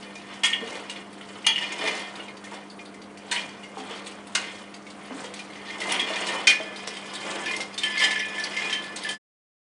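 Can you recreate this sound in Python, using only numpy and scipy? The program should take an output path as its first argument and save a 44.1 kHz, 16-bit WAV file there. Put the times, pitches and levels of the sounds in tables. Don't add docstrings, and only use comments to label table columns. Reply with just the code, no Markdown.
import sys
import numpy as np
from scipy import signal
from scipy.io import wavfile

SR = 44100
rng = np.random.default_rng(int(sys.argv[2]) if len(sys.argv) > 2 else 0)


def store_pcm(level_fs):
    pcm = np.round(np.clip(level_fs, -1, 1) * 32767).astype(np.int16)
    wavfile.write(sys.argv[1], SR, np.atleast_2d(pcm).T)


def ratio_of_db(decibels):
    return 10 ** (np.asarray(decibels, float) / 20)


N = 429074
FADE_START_S, FADE_END_S = 9.13, 9.182

# height_s, length_s, sliding_db, glass_rattle_db
SHOVES = [(0.033, 0.11, -42, -42), (0.312, 0.35, -42, -42.5), (0.552, 0.18, -43, -39),
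          (0.727, 0.24, -35, -38), (0.954, 0.2, -54.5, -44), (1.334, 0.38, -43.5, -47),
          (1.611, 0.16, -39, -29), (1.867, 0.23, -30.5, -26.5), (2.18, 0.12, -39.5, -59),
          (2.538, 0.11, -38, -40), (3.37, 0.18, -36, -35.5), (3.913, 0.35, -37, -41.5),
          (4.446, 0.21, -38, -36.5), (5.188, 0.37, -37, -43), (5.694, 0.22, -41, -36.5),
          (5.92, 0.12, -24.5, -23), (6.097, 0.49, -32.5, -30.5), (6.288, 0.23, -28.5, -28),
          (6.942, 0.85, -40.5, -36), (7.302, 0.23, -30, -30), (7.484, 0.09, -39.5, -26.5),
          (7.594, 0.086, -34.5, -61.5), (7.841, 0.081, -41, -25), (8.034, 0.15, -32, -19),
          (8.43, 0.47, -38.5, -31), (8.618, 0.34, -33, -31), (9.06, 0.12, -37, -33.5)]
# start_s, peak_db, crack_db, tail_t60_s
KNOCKS = [
    (0.434, -9.5, -22, 0.16),
    (1.465, -11, -11, 0.029),
    (3.312, -22.5, -26, 0.22),
    (4.35, -26.5, -14.5, 0.072),
    (6.470, -5.5, -13.5, 0.15),
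]


def unit(x):
    return x / np.sqrt(np.mean(x ** 2) + 1e-20)


def drift(rate_hz):
    r = np.exp(-80 * np.pi * rate_hz / SR)
    warm_up = 2000
    white = rng.standard_normal(N // 40 + warm_up + 2)
    slow = signal.lfilter([1], [1, -2 * r, r * r], white)[warm_up:]
    return np.interp(np.arange(N) / 40, np.arange(len(slow)), unit(slow))


def bandpass(x, low_hz, high_hz):
    return signal.sosfilt(signal.butter(2, [low_hz, high_hz], "band", fs=SR, output="sos"), x)


def highpass(x, order, hz):
    return signal.sosfilt(signal.butter(order, hz, "high", fs=SR, output="sos"), x)


def coloured(points, patchy_db):
    edges_hz = 25 * 2 ** np.arange(0, 9.1, .5)
    white = rng.standard_normal((2, N))
    at_hz, level_db = np.transpose(points)
    out = 0
    for k, (low, high) in enumerate(zip(edges_hz, edges_hz[1:])):
        band_db = np.interp(np.log(low * high) / 2, np.log(at_hz), level_db, left=-70)
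        out = out + bandpass(white[k % 2], low, high) * ratio_of_db(band_db + patchy_db * drift(29))
    return unit(out)


def train(times_s, sizes):
    return np.bincount((np.asarray(times_s) * SR).astype(int), sizes, N)


def ring(clicks, hz, t60_s):
    r = ratio_of_db(-60 / (t60_s * SR))
    w = 2 * np.pi * hz / SR
    return signal.lfilter([0, np.sin(w)], [1, -2 * r * np.cos(w), r * r], clicks + 1e-18)


def dying(times_s, sizes, t60_s):
    decay = signal.lfilter([1], [1, -ratio_of_db(-60 / (t60_s * SR))], train(times_s, sizes) + 1e-18)
    swell_s = 0.0019
    r = np.exp(-1 / (swell_s * SR))
    return signal.lfilter([1 - r], [1, -r], decay)


def add(out, s, hz, level_db, t60_s, swell_s):
    twin_share, twin_db = 0.017, -10.5
    waver_db, waver_s = 2.4, .012
    start = int(s * SR)
    t = np.arange(int(SR * min(t60_s, 1 / 3))) / SR
    twin_hz = hz * (1 + twin_share * rng.uniform(0.16, 1) * rng.choice([-1, 1]))
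    pair = np.sin(2 * np.pi * hz * t) + ratio_of_db(twin_db) * np.sin(2 * np.pi * twin_hz * t)
    uneven_db = waver_db * np.interp(t, np.arange(30) * waver_s, rng.standard_normal(30))
    envelope = ratio_of_db(level_db + uneven_db - 60 * t / t60_s) * (1 - np.exp(-t / swell_s))
    out[start:start + len(t)] += envelope * pair


def contact(times_s, sizes):
    # lag_s, level_db
    chatter = [
        (0, -4.5),
        (.0021, -3),
        (.0055, -12),
    ]
    lag_s, level_db = np.transpose(chatter)
    signs = rng.choice([-1, 1], (len(times_s), len(lag_s)))
    return np.add.outer(times_s, lag_s).ravel(), (np.outer(sizes, ratio_of_db(level_db - 6.0)) * signs).ravel()


def apart(rows):
    return [row for row in rows if min(abs(row[0] - k[0] + .01) for k in KNOCKS) > .02]


def nearness(pitch_hz, hz, per_octave_db, most_db):
    return -np.minimum(per_octave_db * np.abs(np.log2(pitch_hz / hz)), most_db)


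def shoved(levels_db, narrow):
    rise_db, fall_db = 20, 13
    s, length_s = np.transpose(SHOVES)[:2, :, None]
    t = np.arange(0, N, 100) / SR
    away = (t - s) / length_s
    db = levels_db[:, None] - narrow * np.maximum(-rise_db * away, fall_db * away)
    total_db = 10 * np.log10(np.sum(ratio_of_db(2 * db), axis=0) + 1e-9)
    return np.interp(np.arange(N) / SR, t, total_db)


def hum():
    # pitch_hz, rms_db
    motor_lines = [(60, -85), (100, -71), (199.7, -50.5), (300, -55), (425, -61), (500, -64), (699, -58),
                   (1100, -78)]
    t = np.arange(N) / SR
    out = 0
    for hz, db in motor_lines:
        phase = 2 * np.pi * hz * t + 0.47 * drift(6.0)
        out = out + np.sqrt(2) * ratio_of_db(db + hz / 300 * drift(23)) * np.sin(phase)
    return out


def hall_noise():
    # pitch_hz, density_db
    murmur = [(18, -68), (30, -33), (144, -14.5), (199, -9), (248, -7.5), (294, -7.5), (341, -8.5),
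              (425, -7), (630, -14.5), (695, -15.5), (805, -9.5), (3340, -28), (9850, -36), (10600, -28.5),
              (13800, -73), (22000, -120)]
    return ratio_of_db(-42.5 - 5.5) * coloured(murmur, patchy_db=2.5)


def label_web(slide_db):
    # pitch_hz, density_db
    web_spectrum = [(1500, -4.5), (3000, 4.5), (5000, -6), (8000, -5), (10500, -11)]
    hiss_db = shoved(slide_db, narrow=1.01)
    return ratio_of_db(hiss_db - 9.0 + 1.8 * drift(30)) * coloured(web_spectrum, patchy_db=4.5)


def glass_crack():
    # pitch_hz, density_db
    crack_spectrum = [(180, -55), (300, -22), (932, -9.5), (1500, -8.5), (2320, -3), (2730, -7), (3170, 0),
                      (3460, -5), (5180, -8), (10600, -15), (13800, -48), (22000, -120)]
    return coloured(crack_spectrum, patchy_db=4.0)


def jolts():
    # first_s, peak_db, ring_hz, sharpness_db
    link_jolts = [
        (0.0252, -34.5, 4700, -7),
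        (0.113, -42, 2188, -14),
    ]
    link_s, spread_s, spread_db = 0.1571, 0.0044, 2.0
    links_s = np.arange(0, FADE_START_S, link_s)
    chance = rng.standard_normal((len(links_s), len(link_jolts), 2))
    return [(at + s + spread_s * c[0], db + spread_db * c[1], hz, sharp_db)
            for at, row in zip(links_s, chance) for (s, db, hz, sharp_db), c in zip(link_jolts, row)]


def clink_rows():
    # start_s, peak_db, loudest_ring_hz, sharpness_db
    passing = [(0.1535, -30.5, 2420, -5), (0.3294, -28, 2940, -27), (0.5292, -9.5, 2860, -32),
               (0.5305, -11.5, 3325, -26), (0.673, -22.5, 2852, -12), (0.7178, -29, 2100, -9),
               (0.896, -21.5, 2840, -6.5), (0.9594, -24, 2852, -30), (1.2104, -26.5, 2980, -18),
               (1.356, -30, 3010, -20), (1.5094, -24, 2850, -32), (1.5578, -12.5, 2850, -19),
               (1.5794, -13, 2852, -21), (1.6394, -19.5, 2460, -12), (1.7205, -23, 2165, -9),
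               (1.8395, -29, 2420, -12), (1.8736, -18, 2410, -8), (1.9494, -28.5, 1960, 5),
               (2.1969, -24, 2800, -20), (2.281, -29, 2420, -11), (2.4404, -33, 2420, -2.5),
               (2.7906, -29.5, 2120, -12), (3.362, -11.5, 3015, -28), (3.377, -21, 2420, -27),
               (3.631, -30.5, 2860, -14), (3.642, -30, 2126, -27), (3.7776, -30.5, 3280, -5.5),
               (3.9093, -29, 3150, -15), (4.0659, -25, 3780, -7), (4.4394, -23.5, 2010, -15),
               (4.5495, -38, 3160, -3), (4.8663, -32, 2223, -7.5), (5.2448, -31, 3140, -2)]
    before_knock = [
        (1.444, -18.5, 2895, -19.5),
    ]
    neighbours = [(0.457, -11, 3490, -18), (2.281, -35, 1822, -30), (2.283, -30, 2126, -30),
                  (2.442, -31.5, 1822, -30), (2.47, -32, 2126, -25), (2.534, -48, 2126, -25),
                  (2.792, -31, 2420, -30), (2.9404, -32.5, 2090, -14), (2.942, -38, 1822, -26.5),
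                  (5.996, -15, 3490, -27.5), (6.157, -20.5, 2420, -32.5), (6.219, -18.5, 2852, -23),
                  (7.461, -22, 1746, -33.5), (8.0235, -24, 2905, -24), (8.728, -19.5, 1746, -28),
                  (8.75, -20, 3125, -22), (9.047, -20.5, 1746, -15), (9.089, -21.5, 1746, -28),
                  (9.112, -24.5, 1746, -24.5)]
    nudged = [(5.53, -40, 2223, -32), (5.59, -33, 2223, -30), (5.64, -43, 2126, -27),
              (5.74, -30, 2126, -30), (5.89, -22, 2420, -30), (5.95, -25, 2420, -30),
              (6.005, -16, 2420, -30), (5.7, -29.5, 3230, -30), (3.8, -29, 3230, -30),
              (3.859, -42, 3230, -30), (7.49, -20, 2441, -30), (7.537, -14, 2110, -28),
              (7.839, -19, 1746, -30), (7.896, -29, 1746, -25), (8.059, -16, 3125, -27),
              (8.157, -14, 1746, -30.5), (7.972, -16, 2110, -29), (8.05, -17, 2110, -29),
              (8.107, -14.5, 2110, -27), (8.16, -22, 3125, -30), (8.194, -23, 3125, -24),
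              (8.25, -28, 3125, -30), (8.225, -22, 2441, -31), (8.247, -20.5, 1746, -30),
              (8.283, -21.5, 1746, -27), (8.401, -23.5, 1746, -31), (8.51, -25.5, 1746, -33),
              (8.58, -29, 1746, -29.5), (8.639, -26.5, 2441, -32.5), (8.698, -23, 1746, -29),
              (8.839, -25, 1746, -32), (9.11, -27.5, 5275, 3)]
    loading = [(4.7405, -33.5, 2223, -19), (5.011, -35, 2200, -14), (5.5558, -29, 2000, -12),
               (5.338, -31, 2223, -2), (5.391, -26.5, 2420, -4), (5.5, -32.5, 2155, -8),
               (5.7024, -24.5, 2150, -11), (5.802, -26, 2120, 3.5), (5.8163, -15.5, 2060, -23),
               (5.892, -16, 3000, -17), (5.918, -26, 3060, -7), (5.9948, -10.5, 3325, -16),
               (6.085, -17, 2910, -34), (6.1611, -16, 2050, -25), (6.268, -19, 2420, -1.5),
               (6.356, -22, 2940, -30), (6.6077, -20, 3125, -18), (6.759, -28.5, 3125, -5),
               (6.8716, -28.5, 2150, 1.5), (6.967, -22, 3125, -14), (7.135, -32, 1750, 3.5),
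               (7.4595, -13.5, 2430, -31), (7.5093, -18, 2100, -8), (7.5594, -29, 2100, -10),
               (7.6036, -19.5, 2094, -5)]
    bunch = [(7.7772, -19, 3570, -1.5), (7.835, -9, 3130, -19), (7.9572, -16, 1760, -34),
             (7.9998, -14, 2110, -9), (8.038, -8.5, 3125, -7.5), (8.108, -15.5, 1723, -5),
             (8.1981, -15, 2110, -20), (8.3811, -15, 1710, -18), (8.5665, -14.5, 2085, -12),
             (8.6202, -18, 2440, -19), (8.6974, -13, 3110, -15), (8.7253, -10, 3130, -12.5),
             (8.9595, -25, 4230, 1.5), (9.02, -27, 2905, -8.5), (9.0891, -16, 3130, -8.5)]
    return sorted(passing + loading + bunch + before_knock + neighbours + nudged + apart(jolts()))


def shards(clicks):
    at = np.flatnonzero(clicks)
    pitches_hz = np.geomspace(3700, 10200, 22) * rng.uniform(.98, 1.02, 22)
    uneven = rng.standard_normal((len(at), 22)) * ratio_of_db(5 * rng.standard_normal((len(at), 22)) - 3)
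    return sum(ring(train(at / SR, clicks[at] * size), hz, 300 / hz) * (4000 / hz) ** 0.18
               for hz, size in zip(pitches_hz, uneven.T))


def crowd(times_s, sizes):
    level_db, t60_cycles = -26, 126
    pitches_hz = np.geomspace(1900, 3700, 18) * rng.uniform(.985, 1.015, 18)
    uneven = np.clip(rng.standard_normal((len(times_s), 18)), -1.6, 1.6)
    return ratio_of_db(level_db) * sum(ring(train(times_s, sizes * size), hz, t60_cycles / hz)
                               for hz, size in zip(pitches_hz, uneven.T))


def glass(crack, rattle_db):
    early_hz = [950, 1822, 2062, 2126, 2223, 2420, 2852, 3015, 3230, 3325, 3490, 4300, 4620, 5263, 6212]
    late_hz = [1016, 1746, 2046, 2110, 2223, 2441, 2905, 3125, 3340, 3600, 4300, 4943, 5275, 6150]
    # level_db, t60_s
    early_walls = [(-4, 0.053), (-3, 0.12), (-4, 0.1), (-8.5, 0.13), (-15, 0.1), (-3.5, 0.099),
                   (-8.5, 0.087), (-3.5, 0.051), (-9, 0.11), (-13, 0.073), (-4.5, 0.041), (-11.5, .07),
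                   (-11, 0.044), (-10.5, 0.051), (-19.5, 0.042)]
    late_walls = [(-13.5, 0.076), (-7, 0.21), (-6, 0.14), (-7.5, 0.1), (-13.5, 0.17), (-5.5, 0.15),
                  (-4, 0.028), (-6.5, 0.091), (-8.5, 0.088), (-18.5, 0.18), (-25.5, 0.072), (-13.5, 0.074),
                  (-8, 0.032), (-30.5, .05)]
    change_s = 6.45
    s, peak_db, pitch_hz, sharp_db = np.transpose(clink_rows())
    bright = highpass(crack, 2, 2600)
    out = bright * dying(s, ratio_of_db(peak_db + sharp_db - 8), .14)

    at = np.flatnonzero(rng.random(N) < 420 * ratio_of_db(5 * drift(25)) / SR)
    touches = ratio_of_db(rattle_db[at] + 1.95 * np.minimum(rng.exponential(1, len(at)), 4))
    hard = peak_db > -32
    last_hard = np.maximum(np.searchsorted(s[hard], at / SR) - 1, 0)
    rattling_hz = pitch_hz[hard][last_hard]
    clink_clicks = train(*contact(s, ratio_of_db(peak_db + sharp_db - 18.0)))
    out += shards(clink_clicks + train(at / SR, ratio_of_db(-36) * touches))
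    out += crowd(np.r_[s, at / SR], np.r_[ratio_of_db(peak_db + 3.0), ratio_of_db(-3.0) * touches])

    for pitches_hz, modes, late in ((early_hz, early_walls, False), (late_hz, late_walls, True)):
        mine = (s > change_s) == late
        near = touches * ((at > change_s * SR) == late)
        for start_s, db, hz in zip(s[mine], peak_db[mine], pitch_hz[mine]):
            k = np.argmin(np.abs(hz - np.array(pitches_hz)))
            add(out, start_s, pitches_hz[k], db - 6.5, modes[k][1], swell_s=0.006)
        for hz, (db, t60_s) in zip(pitches_hz, modes):
            chance = np.clip(rng.standard_normal(len(s)), -1, 1)
            stirred = ratio_of_db(peak_db + db - 3.5 + nearness(pitch_hz, hz, 40, 22.0)) * mine * chance
            rain = ratio_of_db(db - 11 + nearness(rattling_hz, hz, 59.5, 3.53)) * near * rng.standard_normal(len(at))
            out += ring(train(*contact(s, stirred)) + train(at / SR, rain), hz, t60_s)
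    return out


def bed(slide_db):
    # start_s, peak_db, pitch_hz
    thumps = [(0.431, -27, 894), (0.515, -27, 1250), (0.614, -22, 235), (0.622, -24, 465),
              (0.636, -27.5, 720), (0.751, -26, 494), (1.211, -27.5, 1300), (1.357, -28.5, 1250),
              (1.465, -9, 899), (1.795, -23.5, 292), (1.839, -16, 660), (1.877, -14.5, 920),
              (2.519, -28, 955), (3.312, -25, 869), (3.771, -17, 770), (3.79, -24, 261), (3.908, -26, 463),
              (4.348, -20, 886), (5.109, -20.5, 267), (5.241, -25, 486), (5.811, -28, 955),
              (5.88, -22, 697), (6.103, -16.5, 646), (6.21, -20, 664), (6.298, -32.5, 620),
              (6.352, -16, 930), (6.473, -25, 651), (6.601, -20, 640), (6.876, -24.5, 725),
              (7.507, -19.5, 1056), (7.54, -25, 1050), (8.001, -22.5, 1030)]
    # pitch_hz, width_hz, level_db
    bed_modes = [(240, 84, -15.5), (432, 17, -5.5), (638, 170, 2.5), (1145, 460, 12)]
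    s, peak_db, pitch_hz = np.transpose(apart(thumps))
    out = 0
    for hz, width_hz, db in bed_modes:
        signs = rng.choice([-1, 1], len(s))
        out = out + ring(train(s, ratio_of_db(peak_db + db - 13.5) * signs), hz, 2.1 / width_hz)
    out = signal.lfilter([.12], [1, -.88], out)
    for start_s, db, hz in zip(s, peak_db, pitch_hz):
        add(out, start_s, hz, db - 11, 50 / hz, swell_s=0.0012)
    rumble_db = np.maximum(shoved(slide_db, narrow=0.67), -48)
    feet = rng.standard_normal(N) * ratio_of_db(2.4 * drift(40))
    shaken = sum(ratio_of_db(db) * unit(ring(feet, hz, 0.99 / width_hz)) for hz, width_hz, db in bed_modes)
    return out + ratio_of_db(rumble_db - 7.0) * unit(shaken)


def knocks(crack):
    # pitch_hz, level_db, t60_s
    pair_a = [(1330, -21, 0.15), (1830, -10, 1.6), (2126, -11, 0.36), (2460, -14, 0.2), (2864, -11, 0.27),
              (2955, -13, 0.32), (3284, 0, 0.099), (3946, -26, 0.4), (4075, -45, 5.0), (4942, -21, 0.18),
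              (5243, -23, 5.0), (6412, -22, 0.12), (6767, -29, 0.28)]
    pair_b = [(900, -25, 0.5), (1803, -16, 1.0), (2040, -19, 0.28), (2390, -7, 0.5), (2853, 0, 0.42),
              (3090, -4, 0.19), (3327, -2, 0.21), (4301, -23, 0.32), (4484, -14, 0.16), (4947, -13, 0.11),
              (5265, -25, 0.5), (6207, 0, 0.055), (6988, -16, 0.087)]
    pair_c = [(953, -3, 0.1), (1846, -20, 5.0), (2110, -8, 2.3), (2412, -4, 0.17), (2955, -4, 0.23),
              (3343, -20, 1.4), (3644, -6, 0.22), (4253, -4, 0.13), (4613, -21, 0.36), (5206, -17, 0.12),
              (5905, -21, 0.54), (6686, -17, 0.19)]
    pair_d = [(980, -17, .1), (1120, -12, 0.08), (1841, -11, 5.0), (2099, -1, 0.19), (2218, -3, 0.083),
              (2519, 0, 0.15), (2896, -1, 0.3), (3133, -34, 5.0), (3381, -14, 1.7), (4037, -4, 0.2),
              (4258, -5, 0.19), (5857, -12, 0.16)]
    pair_e = [(1744, -20, 0.4), (2046, 0, 0.058), (2126, -15, 0.62), (2223, -10, 0.61), (2385, -22, 5.0),
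              (2444, -3, 0.65), (2842, -26, 3.1), (3138, -3, 0.12), (3569, -12, 0.14), (3919, -22, 0.33),
              (4307, -16, 0.17), (4560, -17, 0.23), (5286, -12, 0.17)]
    rebounds_s = [0, .011, .024, .043]
    out = np.zeros(N)
    for (s, peak_db, crack_db, tail_s), modes in zip(KNOCKS, (pair_a, pair_b, pair_c, pair_d, pair_e)):
        for hz, db, t60_s in modes:
            level_db = peak_db + db
            add(out, s + .001 * rng.random(), hz, level_db - 3.5, min(t60_s, 650 / hz), swell_s=0.0049)
            other_s, other_hz = s + 0.00307 * rng.random(), hz * rng.uniform(1.0, 1.03)
            add(out, other_s, other_hz, level_db - 9.5, min(t60_s, 300 / hz), swell_s=0.0024)
        out += crack * dying([s], [ratio_of_db(crack_db)], tail_s)
    s, peak_db, crack_db, _ = np.transpose(KNOCKS)
    again_s = np.add.outer(s, rebounds_s).ravel()
    out += crowd(again_s, np.repeat(ratio_of_db(peak_db + 2.0), len(rebounds_s)))
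    return out + shards(train(*contact(s, ratio_of_db(crack_db - 10.0))))


def snaps(crack):
    # start_s, peak_db, brightest_hz
    early_snaps = [(0.5154, -33, 4950), (0.8129, -39, 4650), (0.8969, -31, 4000), (1.1268, -32, 4270),
                   (1.21, -39, 4470), (1.721, -32, 6320), (1.7883, -20.5, 4440), (1.8392, -24, 5400),
                   (1.872, -26, 4620), (1.9939, -22.5, 5220), (2.1549, -23, 4100), (2.4399, -37, 4090),
                   (2.5401, -31, 5330), (2.6998, -29, 4570), (2.8569, -37, 4640), (3.7838, -41, 4410),
                   (3.9115, -36, 6630), (4.0602, -29, 4100), (4.2692, -34, 4330), (4.742, -28, 4660),
                   (5.0589, -36, 4210), (5.2429, -37, 4220), (5.3393, -38, 5140), (5.685, -31, 4080)]
    late_snaps = [(5.7817, -29, 3800), (5.8032, -33, 4240), (5.885, -29, 4930), (5.9192, -10, 5470),
                  (5.9948, -33, 3900), (6.1578, -23, 4110), (6.2173, -38, 8490), (6.2662, -21, 4630),
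                  (6.4702, -5, 5260), (6.7595, -35, 4650), (6.8743, -21, 5350), (6.9381, -27, 5300),
                  (7.014, -31, 3800), (7.0589, -27, 3910), (7.1016, -39, 4510), (7.1317, -34, 5900),
                  (7.1517, -22, 4260), (7.209, -30, 4600), (7.3126, -24, 4000), (7.3841, -41, 5450),
                  (7.4574, -17.5, 4700), (7.4959, -30, 4770), (7.564, -18, 7300), (7.6106, -22, 5350),
                  (7.7418, -22, 7600), (7.7772, -33, 5350), (7.833, -12, 6540), (7.898, -28, 4850),
                  (7.951, -30, 4940), (7.9778, -18, 4790), (7.993, -12.5, 5260), (8.0237, -19, 4540),
                  (8.104, -31, 4630), (8.1584, -29, 5840), (8.1923, -24, 5750), (8.2821, -25, 5880),
                  (8.3754, -34, 5770), (8.3978, -23, 5130), (8.4377, -18, 4900), (8.508, -33, 5300),
                  (8.546, -32, 4750), (8.567, -29, 4370), (8.6832, -29, 4340), (8.726, -35, 5310),
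                  (8.8214, -29.5, 4010), (8.8405, -20, 4930), (8.9608, -26, 4260), (9.0152, -35, 4320),
                  (9.0354, -18, 4500), (9.0882, -18.5, 5270)]
    burst_t60_s, tail_t60_s, tail_db, uneven_spread_db = 0.01, 0.093, -10, 2.5
    s, peak_db, pitch_hz = np.transpose(apart(early_snaps + late_snaps))
    edges_hz = np.geomspace(3500, 10800, 7)
    uneven_db = uneven_spread_db * rng.standard_normal((len(s), 6))
    out = 0
    for low, high, own_db in zip(edges_hz, edges_hz[1:], uneven_db.T):
        sizes = ratio_of_db(peak_db - 7.0 + own_db + nearness(pitch_hz, np.sqrt(low * high), 25, 7.9))
        envelope = dying(s, sizes, burst_t60_s) + dying(s, sizes * ratio_of_db(tail_db), tail_t60_s)
        out = out + unit(bandpass(crack, low, high)) * envelope
    return out


def taps():
    # start_s, peak_db
    rail_taps = [
        (0.755, -20),
        (1.841, -18),
        (3.911, -22),
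        (5.244, -19),
        (6.876, -11),
        (8.727, -15),
    ]
    s, peak_db = np.transpose(rail_taps)
    return signal.lfilter([1], [1, -.75], train(s, ratio_of_db(peak_db)))


def hall(x):
    t60_s = 0.27
    t = np.arange(int(.9 * SR)) / SR
    tail = rng.standard_normal((2, len(t))) * (t > .006)
    low = signal.lfilter([.3], [1, -.7], tail[0]) * ratio_of_db(-60 * t / t60_s)
    high = 0.34 * tail[1] * ratio_of_db(-60 * t / (.5 * t60_s))
    echo = low + high
    return signal.fftconvolve(x, echo / np.sqrt(np.sum(echo ** 2)))[:N]


def scene():
    slide_db, glass_db = np.transpose(SHOVES)[2:]
    crack = glass_crack()
    line = glass(crack, shoved(glass_db, narrow=1)) + bed(slide_db) + knocks(crack) + snaps(crack) + taps()
    line = highpass(line, 3, 251)
    wet = ratio_of_db(-7.5) * hall(line)
    return (hum() + hall_noise() + label_web(slide_db) + line + wet)[None]


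def band_limit(x):
    return signal.sosfilt(signal.butter(12, 11710, fs=SR, output="sos"), x)


def record(dry):
    rounded = 1.116 * np.tanh(dry / 1.06)
    cut = signal.sosfilt(signal.cheby2(12, 55, 11210, fs=SR, output="sos"), rounded)
    fade = np.interp(np.arange(N) / SR, [FADE_START_S, FADE_END_S], [1, 0])
    return band_limit(cut * fade)


dry = scene()
out = record(dry)
store_pcm(out)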